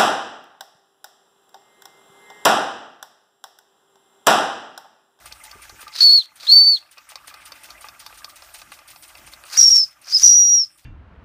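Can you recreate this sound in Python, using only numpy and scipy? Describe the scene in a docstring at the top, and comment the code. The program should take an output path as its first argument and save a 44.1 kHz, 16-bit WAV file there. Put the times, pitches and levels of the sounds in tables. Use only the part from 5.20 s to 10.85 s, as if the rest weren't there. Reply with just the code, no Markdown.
"""Two small model steam engines run on a workshop floor near a phone; a hand opens the whistle of one twice,
then of the other twice. Whistles are wavering sines with steam hiss around them. Each crank turn of the first
engine gives a noise puff and a clack of ringing metal; the second puffs softly. Loose parts knock and water
simmers over steady workshop noise. The phone's gain control turns the room down under the whistles and
brings it back slowly."""
import sys
import numpy as np
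from scipy import signal
from scipy.fft import rfft, irfft
from scipy.io import wavfile
from scipy.ndimage import uniform_filter1d

SR = 44100
rng = np.random.default_rng(int(sys.argv[2]) if len(sys.argv) > 2 else 0)


def put_to_file(sound):
    """Save the sound as 16-bit audio at rate SR, in the file named by the first command-line argument."""
    columns = np.atleast_2d(sound).T  # one column per channel
    safe = np.clip(columns, -1, 1)
    whole_steps = np.round(safe * 32767)
    wavfile.write(sys.argv[1], SR, whole_steps.astype(np.int16))


N = 249165
TIME = np.arange(N) / SR
LIFT_DB = 11  # how far the gain control lifts quiet passages

# crank turns of the first engine: (time [s], puff level [dB], delay of the clack [ms], clack level [dB],
# level of the knock that comes with the clack [dB])
CRANK_TURNS = [(0.059, -35.5, 65.3, -31.5, -42), (0.2404, -34, 72.5, -35, -33),
               (0.4215, -37.5, 74, -33, -32), (0.611, -35, 68, -34, -29), (1.1594, -33.5, 73, -29, -20.5),
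               (1.7146, -35.5, 66.5, -31.5, -27.5), (1.8928, -33, 64, -28.5, -24.5),
               (2.0755, -33.5, 66, -33, -24), (2.2568, -35, 63.7, -34.5, -24.5),
               (2.4369, -35.5, 67.5, -32, -29), (2.612, -36.5, 74.7, -32.5, -30),
               (2.7967, -41.5, 67, -28.5, -28), (2.978, -38.5, 67.4, -29, -31), (3.16, -38, 62, -38, -32),
               (3.3428, -33.5, 74.5, -35, -29), (3.521, -41.5, 68, -43, -32),
               (3.705, -40.5, 55, -41.5, -35), (3.8818, -42.5, 70, -48, -26),
               (4.0676, -40.5, 67.5, -34.5, -31), (4.2545, -41.5, 58, -52, -40),
               (4.8174, -37, 60, -38, -26.5), (5.579, -39.5, 64, -43, -42.5)]
# ringing tones of the metal base: (frequency [Hz], level [dB], time to fall by 60 dB [s])
BASE_MODES = [(866, -17.5, 0.19), (1221, -3, 0.03), (1366, -8.5, .02), (1600, -2, 0.012),
              (2041, -7.5, 0.026), (2515, 2, 0.0074), (2950, -4, 0.0028)]


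def undb(db):
    """Turn decibels into an amplitude factor."""
    return 10 ** (np.asarray(db) / 20)


def unit(x):
    """Scale a signal to rms 1."""
    return x / np.sqrt(np.mean(x ** 2))


def svf(x, hz, width):
    """One resonance, gain 1 at the centre."""
    return signal.lfilter(*signal.iirpeak(hz, hz / width, fs=SR), x)


def follow(x, rise_s, fall_s, size=100):
    """Envelope that rises and falls at its own rates, worked out block by block."""
    held = [0.]
    for value in x[::size]:
        lag_s = rise_s if value > held[-1] else fall_s
        held.append(held[-1] + (value - held[-1]) * size / SR / lag_s)
    return np.interp(np.arange(N), np.arange(len(held)) * size, held)


def band(hz, width):
    """Noise in one resonance, rms 1."""
    return unit(svf(rng.standard_normal(N), hz, width))


def coloured(points):
    """Noise with a spectrum drawn through (Hz, dB) points, rms 1."""
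    hz, db = np.transpose(points)
    bins = np.arange(1, N // 2 + 2) * SR / N
    gain = undb(np.interp(np.log(bins), np.log(hz), db))
    return unit(irfft(rfft(rng.standard_normal(N)) * gain, N))


def walk(rate):
    """Smooth random wander that changes about rate times a second, rms 1."""
    lowpass = signal.butter(2, rate, fs=SR, output="sos")
    return unit(signal.sosfilt(lowpass, rng.standard_normal(N)))


def played(tables):
    """Columns of several spans against time, and a gate open inside the spans."""
    s, *columns = np.transpose(np.concatenate(tables))
    gate = sum((TIME >= t[0][0]) & (TIME <= t[-1][0]) for t in tables)
    return uniform_filter1d(1. * gate, size=60), [np.interp(TIME, s, c) for c in columns]


def bursts(s, db, rise_s, t60):
    """An envelope that swells and dies at each event."""
    t = np.arange(int(SR / 5)) / SR
    shape = (1 - np.exp(-t / rise_s)) ** 2 * undb(-60 * t / t60)
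    marks = np.zeros(N)
    marks[(s * SR).astype(int)] = undb(db)
    return signal.oaconvolve(marks, shape / shape.max())[:N]


def ring(x, modes, tilt_db):
    """Fading sines rung by x; tilt_db per octave favours the high ones, or the low ones if negative."""
    t = np.arange(int(SR / 5)) / SR
    body = 0
    for hz, db, t60 in modes:
        fade = undb(db + tilt_db * np.log2(hz / 1700) - 60 * t / t60)
        body = body + fade * np.sin(2 * np.pi * hz * t)
    return signal.fftconvolve(x, body)[:N]


def room(x, t60, wet_db):
    """Reflections add a short tail of fading noise."""
    t = np.arange(int(SR / 2)) / SR
    tail = rng.standard_normal(len(t)) * undb(-60 * t / t60) * (t > .004)
    return x + undb(wet_db) * signal.fftconvolve(x, tail / np.sqrt(np.sum(tail ** 2)))[:N]


def workshop_hiss():
    """Steady noise with burner and leaks, cut into bands that flicker on their own."""
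    # spectrum of the noise: (frequency [Hz], relative level per Hz [dB])
    spectrum = [(60, -12.5), (110, -8), (220, -15), (326, -7.5), (450, -24.5), (596, -4), (981, -10.5),
                (1210, -8), (1840, -10.5), (3000, -14), (5250, -13.5), (7580, -13.5), (9000, -11.5),
                (11500, -16.5), (13600, -15), (15800, -21.5)]
    noise = coloured(spectrum)
    edges = (60, 400, 1500, 3200, 5500, 7600, 10400, 12500, 16500)  # Hz
    hiss = 0
    for low_hz, high_hz in zip(edges, edges[1:]):
        bandpass = signal.butter(3, (low_hz, high_hz), "band", fs=SR, output="sos")
        flicker_db = 1.6 * np.tanh(walk(22) / 2) + 3.0 * walk(4)
        hiss = hiss + signal.sosfilt(bandpass, noise) * undb(flicker_db)
    return undb(-51.5) * hiss


def deep_rumble():
    """Narrow low noise that swells now and then over a faint steady level."""
    # swells: (centre [s], level [dB], length [s])
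    swell_table = [(0.115, -57.5, .1), (0.447, -61.5, 0.27), (2.27, -72, 0.13), (2.57, -65, .12),
                   (2.95, -67.5, 0.34), (3.35, -63, .3), (4.054, -63, .35)]
    swells = undb(-71)
    for s, db, length in swell_table:
        swells = swells + undb(db) * np.exp(-(2 * (TIME - s) / length) ** 2)
    return swells * unit(svf(band(58, 27), 48, 35))


def dull_thumps():
    """Thumps near the phone: short bursts of low noise."""
    # (time [s], level [dB])
    thump_table = [(0.349, -43.5), (0.521, -44), (0.628, -52)]
    s, db = np.transpose(thump_table)
    return bursts(s, db - 8.0, 0.0026, 0.146) * (band(84, 44) + band(370, 95))


def simmering():
    """Boiler water stirs each mode of the metal on its own, in short uneven fits."""
    # the simmering swells and sinks: (time [s], level [dB])
    swell_table = [(0, -53), (.7, -49), (2.0, -49), (2.9, -51), (3.8, -56), (4.8, -49.5), (5.65, -63)]
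    chatter = 0
    for mode in BASE_MODES:
        fits_db = 15 * np.tanh(walk(33) / 2) + 4.32 * walk(140)
        chatter = chatter + ring(rng.standard_normal(N) * undb(fits_db), [mode], 0)
    return undb(np.interp(TIME, *np.transpose(swell_table))) * unit(chatter)


def exhaust_puffs():
    """Each puff is a quick burst of pipe-coloured noise and a slower burst of broad hiss."""
    # broad hiss: (frequency [Hz], relative level per Hz [dB])
    puff_spectrum = [(900, -13), (2000, -1), (5000, -2), (8500, -5.5), (11500, -11), (13500, -7.5),
                     (15500, -5)]
    # resonances of the exhaust: (frequency [Hz], width [Hz], relative level [dB])
    pipe_modes = [(9470, 900, 8.5), (8800, 170, -5.5), (13400, 1500, -14.5)]
    turn_s, puff_db, *_ = np.transpose(CRANK_TURNS)
    # the second engine puffs softly and evenly, weaker until the phone comes nearer
    second_s = 3.091 + .147 * np.arange(-20, 17)
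    phone_moves_s, phone_arrives_s, far_db = 1.2, 3.1, -8
    distance_db = np.interp(second_s, (phone_moves_s, phone_arrives_s), (far_db, 0))
    second_db = -44.5 + distance_db + 2 * rng.standard_normal(len(second_s))
    s = np.r_[turn_s, second_s]
    db = np.r_[puff_db, second_db]
    broad_db = np.r_[puff_db - 4, second_db - 0.5]
    pipe = unit(sum(undb(d) * band(f, w) for f, w, d in pipe_modes))
    quick = bursts(s - .005, db - 4, 0.0036, 0.033) * pipe
    slow = bursts(s - .006, broad_db - 2.5, 0.032, 0.066)
    return quick + slow * coloured(puff_spectrum) * undb(2.0 * walk(200))


def loose_knocks(rattle):
    """Loose parts hit the base: short rattles ring its modes."""
    # (time [s], level [dB])
    knock_table = [(0.058, -28), (0.112, -31), (0.613, -37), (0.628, -25.5), (1.626, -25), (1.773, -22),
                   (1.919, -26), (2.081, -38), (2.161, -39.5), (2.248, -35), (2.488, -31), (2.642, -23.5),
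                   (2.667, -26.5), (2.926, -27), (3.016, -34), (3.343, -28), (3.52, -22.5), (3.704, -34),
                   (3.618, -38), (3.669, -38), (3.903, -33.5), (4.075, -31.5), (4.239, -30.5),
                   (4.282, -29.5)]
    s, db = np.transpose(knock_table)
    turn_s, _, lag_ms, _, turn_knock_db = np.transpose(CRANK_TURNS)
    faint = rng.random((20, 2))  # faint knocks at random times and levels
    s = np.r_[s, turn_s + lag_ms / 1000, faint[:, 0] * TIME[-1]]
    db = np.r_[db, turn_knock_db, -46 + 5 * (2 * faint[:, 1] - 1)]
    hits = bursts(np.maximum(s - .001, 0), db - 38.5, 0.00064, 0.03) * rattle
    # tilted down and up, so both ends of the spectrum gain
    return ring(hits, BASE_MODES, -6) + ring(hits, BASE_MODES, 6)


def rod_clacks(rattle):
    """After each puff the rod clacks: a short rattle rings metal modes, with a tick of treble noise."""
    # (frequency [Hz], level [dB], time to fall by 60 dB [s])
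    rod_modes = [(4570, -9.5, 0.022), (4460, -0.5, .009), (5180, -4, 0.015), (4040, -6, 0.01),
                 (5870, -18.5, 0.03), (3630, -12.5, 0.033)]
    turn_s, _, lag_ms, clack_db, _ = np.transpose(CRANK_TURNS)
    clack_s = turn_s + lag_ms / 1000
    metal = ring(bursts(clack_s - .002, clack_db - 20, 0.0039, 0.013) * rattle, rod_modes, 0)
    treble = bursts(clack_s, clack_db - 8.5, 0.00046, 0.012) * band(9900, 9000)
    return metal + treble


def dry_snaps():
    """Sharp dry snaps: a tiny click rings modes that die within milliseconds."""
    # (time [s], level [dB])
    snap_table = [(.755, -20), (2.0806, -21), (3.5192, -24), (4.2383, -26), (4.336, -32), (4.872, -21)]
    # (frequency [Hz], level [dB], time to fall by 60 dB [s])
    snap_modes = [(9000, 0, .003), (12500, -7, .002), (4500, -6, .004), (1800, -10, .006)]
    s, db = np.transpose(snap_table)
    return ring(bursts(s, db - 6, .00002, .0002), snap_modes, 0)


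def engines():
    """All engine parts but the whistles; small parts radiate no bass, so a high-pass removes it."""
    rattle = rng.standard_normal(N) * undb(3.1 * walk(480))
    parts = simmering() + exhaust_puffs() + loose_knocks(rattle) + rod_clacks(rattle) + dry_snaps()
    return signal.sosfilt(signal.butter(4, 560, "high", fs=SR, output="sos"), parts)


def steam(tube, sings):
    """Jet hiss, spitting and breath tuned to the tube crackle with droplets; a jet at the phone buffets it."""
    # one list per opening of the valve: (time [s], jet hiss level [dB])
    valve_openings = [
        [(.72, -77.5), (.756, -52.5), (.803, -43.5), (.81, -36), (.826, -32), (.852, -38), (.992, -43.5),
         (1.06, -55.5)],
        [(1.19, -69.5), (1.208, -50.5), (1.266, -48.5), (1.3, -37), (1.352, -38), (1.446, -45), (1.5, -44),
         (1.576, -49), (1.62, -62)],
        [(4.24, -92.5), (4.256, -72), (4.33, -48), (4.36, -40.5), (4.385, -31.5), (4.472, -32.5), (4.584, -35),
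         (4.656, -49.5), (4.7, -61.5)],
        [(4.84, -65), (4.888, -53.5), (4.942, -41.5), (4.99, -35.5), (5.036, -28), (5.12, -38), (5.228, -43.5),
         (5.386, -55.5), (5.442, -59.5), (5.48, -63)],
    ]
    # each opening, against its jet: (breath in the silent tube [dB], breath once it sings [dB],
    # spitting [dB], buffeting [dB])
    opening_levels = [(9.5, 2, -3.5, -59.5), (5, -1.5, -2.5, -61), (-0.5, 6, -3.5, -31), (9, 7, -6, -21)]
    # jet hiss: (frequency [Hz], relative level per Hz [dB])
    jet_spectrum = [(3000, -24.5), (6000, 4), (8500, 0), (10300, -1), (11500, -6.5), (12800, -8),
                    (15000, -4.5)]
    gate, (db,) = played(valve_openings)
    opening = np.searchsorted([table[0][0] for table in valve_openings[1:]], TIME)
    silent_db, singing_db, spit_db, buffet_db = np.array(opening_levels)[opening].T
    sung = follow(sings, 0.011, .04)
    # spitting sinks and sputtering stops once the tube sings
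    sputter_db = 1.5 * (1 - sung) * walk(60)
    crackle = undb(2.0 * walk(120) + 2.0 * walk(18) + sputter_db)
    spit = undb(spit_db - 13 * sung) * unit(svf(band(1700, 1700), 1700, 2600))
    breath_db = silent_db + (singing_db - silent_db) * sung
    breath = (walk(550) * np.cos(tube) + walk(740) * np.sin(tube)) * undb(1.8 * walk(140))
    hiss = coloured(jet_spectrum) + spit + undb(breath_db) * breath
    gust = follow(gate * undb(db + buffet_db) * sings, .035, 0.18) * sung
    buffet = undb(1.7 * walk(22)) * unit(svf(band(120, 130), 89, 180))
    deep_buffet = undb(-2.5) * unit(svf(band(65, 25), 65, 40))
    return gate * undb(db) * crackle * hiss + gust * (buffet + deep_buffet)


def whistle():
    """A near sine wavers with wet steam; returns tone, tube phase for the breath, and how fully it sings."""
    # one list per blast: (time [s], pitch [Hz], level before chokes and roughness [dB])
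    blasts = [
        [(.807, 4373, -13), (.825, 4398, -7), (.855, 4475, -7), (.895, 4336, -7.5), (.92, 4447, -9.5),
         (.955, 4440, -7.5), (.987, 4260, -11.5), (1.01, 4020, -24.5), (1.03, 3200, -43)],
        [(1.268, 3405, -36), (1.287, 4200, -16), (1.297, 4280, -9.5), (1.312, 4260, -8.5), (1.32, 4474, -5.5),
         (1.36, 4530, -5.5), (1.43, 4506, -9), (1.45, 4520, -12.5), (1.48, 4536, -9), (1.52, 4480, -11.5),
         (1.548, 4336, -15.5), (1.565, 3990, -27.5), (1.583, 3250, -41.5)],
        [(4.345, 3600, -47.5), (4.355, 4300, -38.5), (4.374, 5617, -36), (4.377, 5677, -8.5), (4.4, 5600, -5.5),
         (4.44, 5554, -7), (4.494, 5473, -9), (4.515, 5575, -8), (4.565, 5460, -8.5), (4.605, 5306, -13.5),
         (4.64, 5163, -18), (4.657, 4900, -38)],
        [(4.92, 4750, -35.5), (4.932, 4960, -19.5), (4.948, 5230, -10), (4.971, 4930, -10.5),
         (4.979, 5156, -14), (4.986, 5357, -30)],
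        [(5.028, 5810, -24), (5.034, 5780, -6), (5.06, 5727, -4.5), (5.12, 5668, -8), (5.16, 5786, -8),
         (5.25, 5710, -12), (5.35, 5750, -10.5), (5.41, 5477, -15), (5.436, 5285, -19), (5.453, 4950, -36.5)],
    ]
    # wetness of each blast: (roughness at the start [0-1], roughness once the tube has blown dry [0-1],
    # drying time [s])
    wetness = [(0.47, .17, .04), (.45, 0.035, 0.094), (1, 0.283, 0.068), (0.5, 0.32, .02),
               (0.55, .17, 0.033)]
    # drops of water choke the tone: (centre [s], length [ms], depth [dB])
    chokes = [(0.813, 1.1, 7), (0.835, 2.8, 9.5), (0.946, 2.7, 7.5), (0.973, 4.6, 4), (1.313, 3, 4.5),
              (1.351, 5.7, 6.5), (1.511, 6.8, 3), (1.528, 3.5, 5.5), (4.3815, 1.86, 6), (4.387, 3.2, 6.5),
              (4.4075, 4.16, 20), (4.423, 6.5, 14), (4.498, 8.4, 22), (4.512, 1.8, 17), (4.4544, 5.7, 5),
              (4.5738, 5.2, 18), (4.931, 2.56, 9), (4.974, 1.56, 12), (4.9777, 2.4, 8), (5.0388, 3.0, 9.5),
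              (5.056, 4.7, 15), (5.0722, 3.8, 12), (5.089, 4.1, 17), (5.1073, 3.3, 10), (5.1505, 2.2, 12)]
    # overtones: (multiple of the pitch, low whistle's level [dB], high whistle's level [dB])
    overtones = [(2, -38.5, -38), (3, -37.5, -65)]
    gate, (hz, db) = played(blasts)
    hz = uniform_filter1d(hz, size=300)  # the pitch bends, it does not turn corners
    low_whistle = TIME < 3
    full_db = -12
    rough = 0.05 * np.maximum(full_db - db, 0)  # a tone weaker than full is rougher
    for blast, (wet, dried, drying_s) in zip(blasts, wetness):
        t = TIME - blast[0][0]
        inside = (t >= 0) * (TIME <= blast[-1][0])
        rough += inside * (dried + (wet - dried) * np.exp(-np.abs(t) / drying_s))
    rough = np.clip(rough, 0, 1)
    sings = gate * np.clip(undb(db - full_db + 9.5), 0, 1)
    # breath sits between the sung pitch and the tube's own resonance
    tube_hz = .4 * hz + 0.61 * np.where(low_whistle, 4600, 5500)
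    tube = np.cumsum(tube_hz) * 2 * np.pi / SR
    for s, ms, depth_db in chokes:
        near = slice(int((s - .02) * SR), int((s + .08) * SR))
        t = TIME[near] - s
        db[near] -= depth_db * np.exp(-(t * 2000 / ms) ** 4)
        # in a full blast of the high whistle the pitch starts high after a choke and settles
        overshoots = 4 < s < 4.9 or s > 5
        hz[near] += 9 * depth_db * overshoots * (t > 0) * np.exp(-np.abs(t) / 0.0092)
    waver = rough * (0.017 * walk(130) + 0.023 * walk(470))
    phase = np.cumsum(hz * (1 + waver)) * 2 * np.pi / SR
    tone = np.sin(phase)
    # the third harmonic grows faster than the tone; all overtones blur with the wetness
    for k, low_db, high_db in overtones:
        growth_db = .8 * (k - 2) * (db + 10.5)
        overtone_db = np.where(low_whistle, low_db, high_db) + growth_db + 2.1 * walk(150)
        blur = (0.34 + 2.0 * rough) * walk(250)
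        tone = tone + undb(overtone_db) * np.sin(k * phase + blur)
    flutter_db = rough * (4.6 * np.abs(walk(67)) + 2.7 * np.abs(walk(350)) - 4.5)
    return np.sqrt(2) * tone * gate * undb(db - flutter_db), tube, sings


def scene():
    """Whistles and steam over engines and workshop, which are set low for the gain control to lift."""
    tone, tube, sings = whistle()
    workshop = workshop_hiss() + deep_rumble() + dull_thumps()
    quiet = undb(-LIFT_DB) * (room(engines(), 0.07, -10.5) + workshop)
    return (room(tone + steam(tube, sings), 0.18, -17.5) + quiet)[None]


def record(dry):
    """Gain control lifts quiet passages, drops fast under loud ones, recovers slowly; the port colours treble."""
    # notches of the phone's sound port: (frequency [Hz], width [Hz])
    port_notches = [(10360, 700), (7610, 360)]
    loud = np.clip(uniform_filter1d(np.abs(dry[0]), size=200) / 0.041, 0, 1)
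    held = follow(follow(loud, 0.0026, 0.18), 0.0044, 0.14)
    x = dry * undb(LIFT_DB * (1 - held))
    for hz, width in port_notches:
        x = x - 0.76 * svf(x, hz, width)
    # nothing is heard above 15450 Hz
    lowpass = signal.ellip(14, .2, 95, 15450, fs=SR, output="sos")
    return signal.sosfilt(lowpass, np.clip(x, -1, 1))


dry = scene()
out = record(dry)
put_to_file(out)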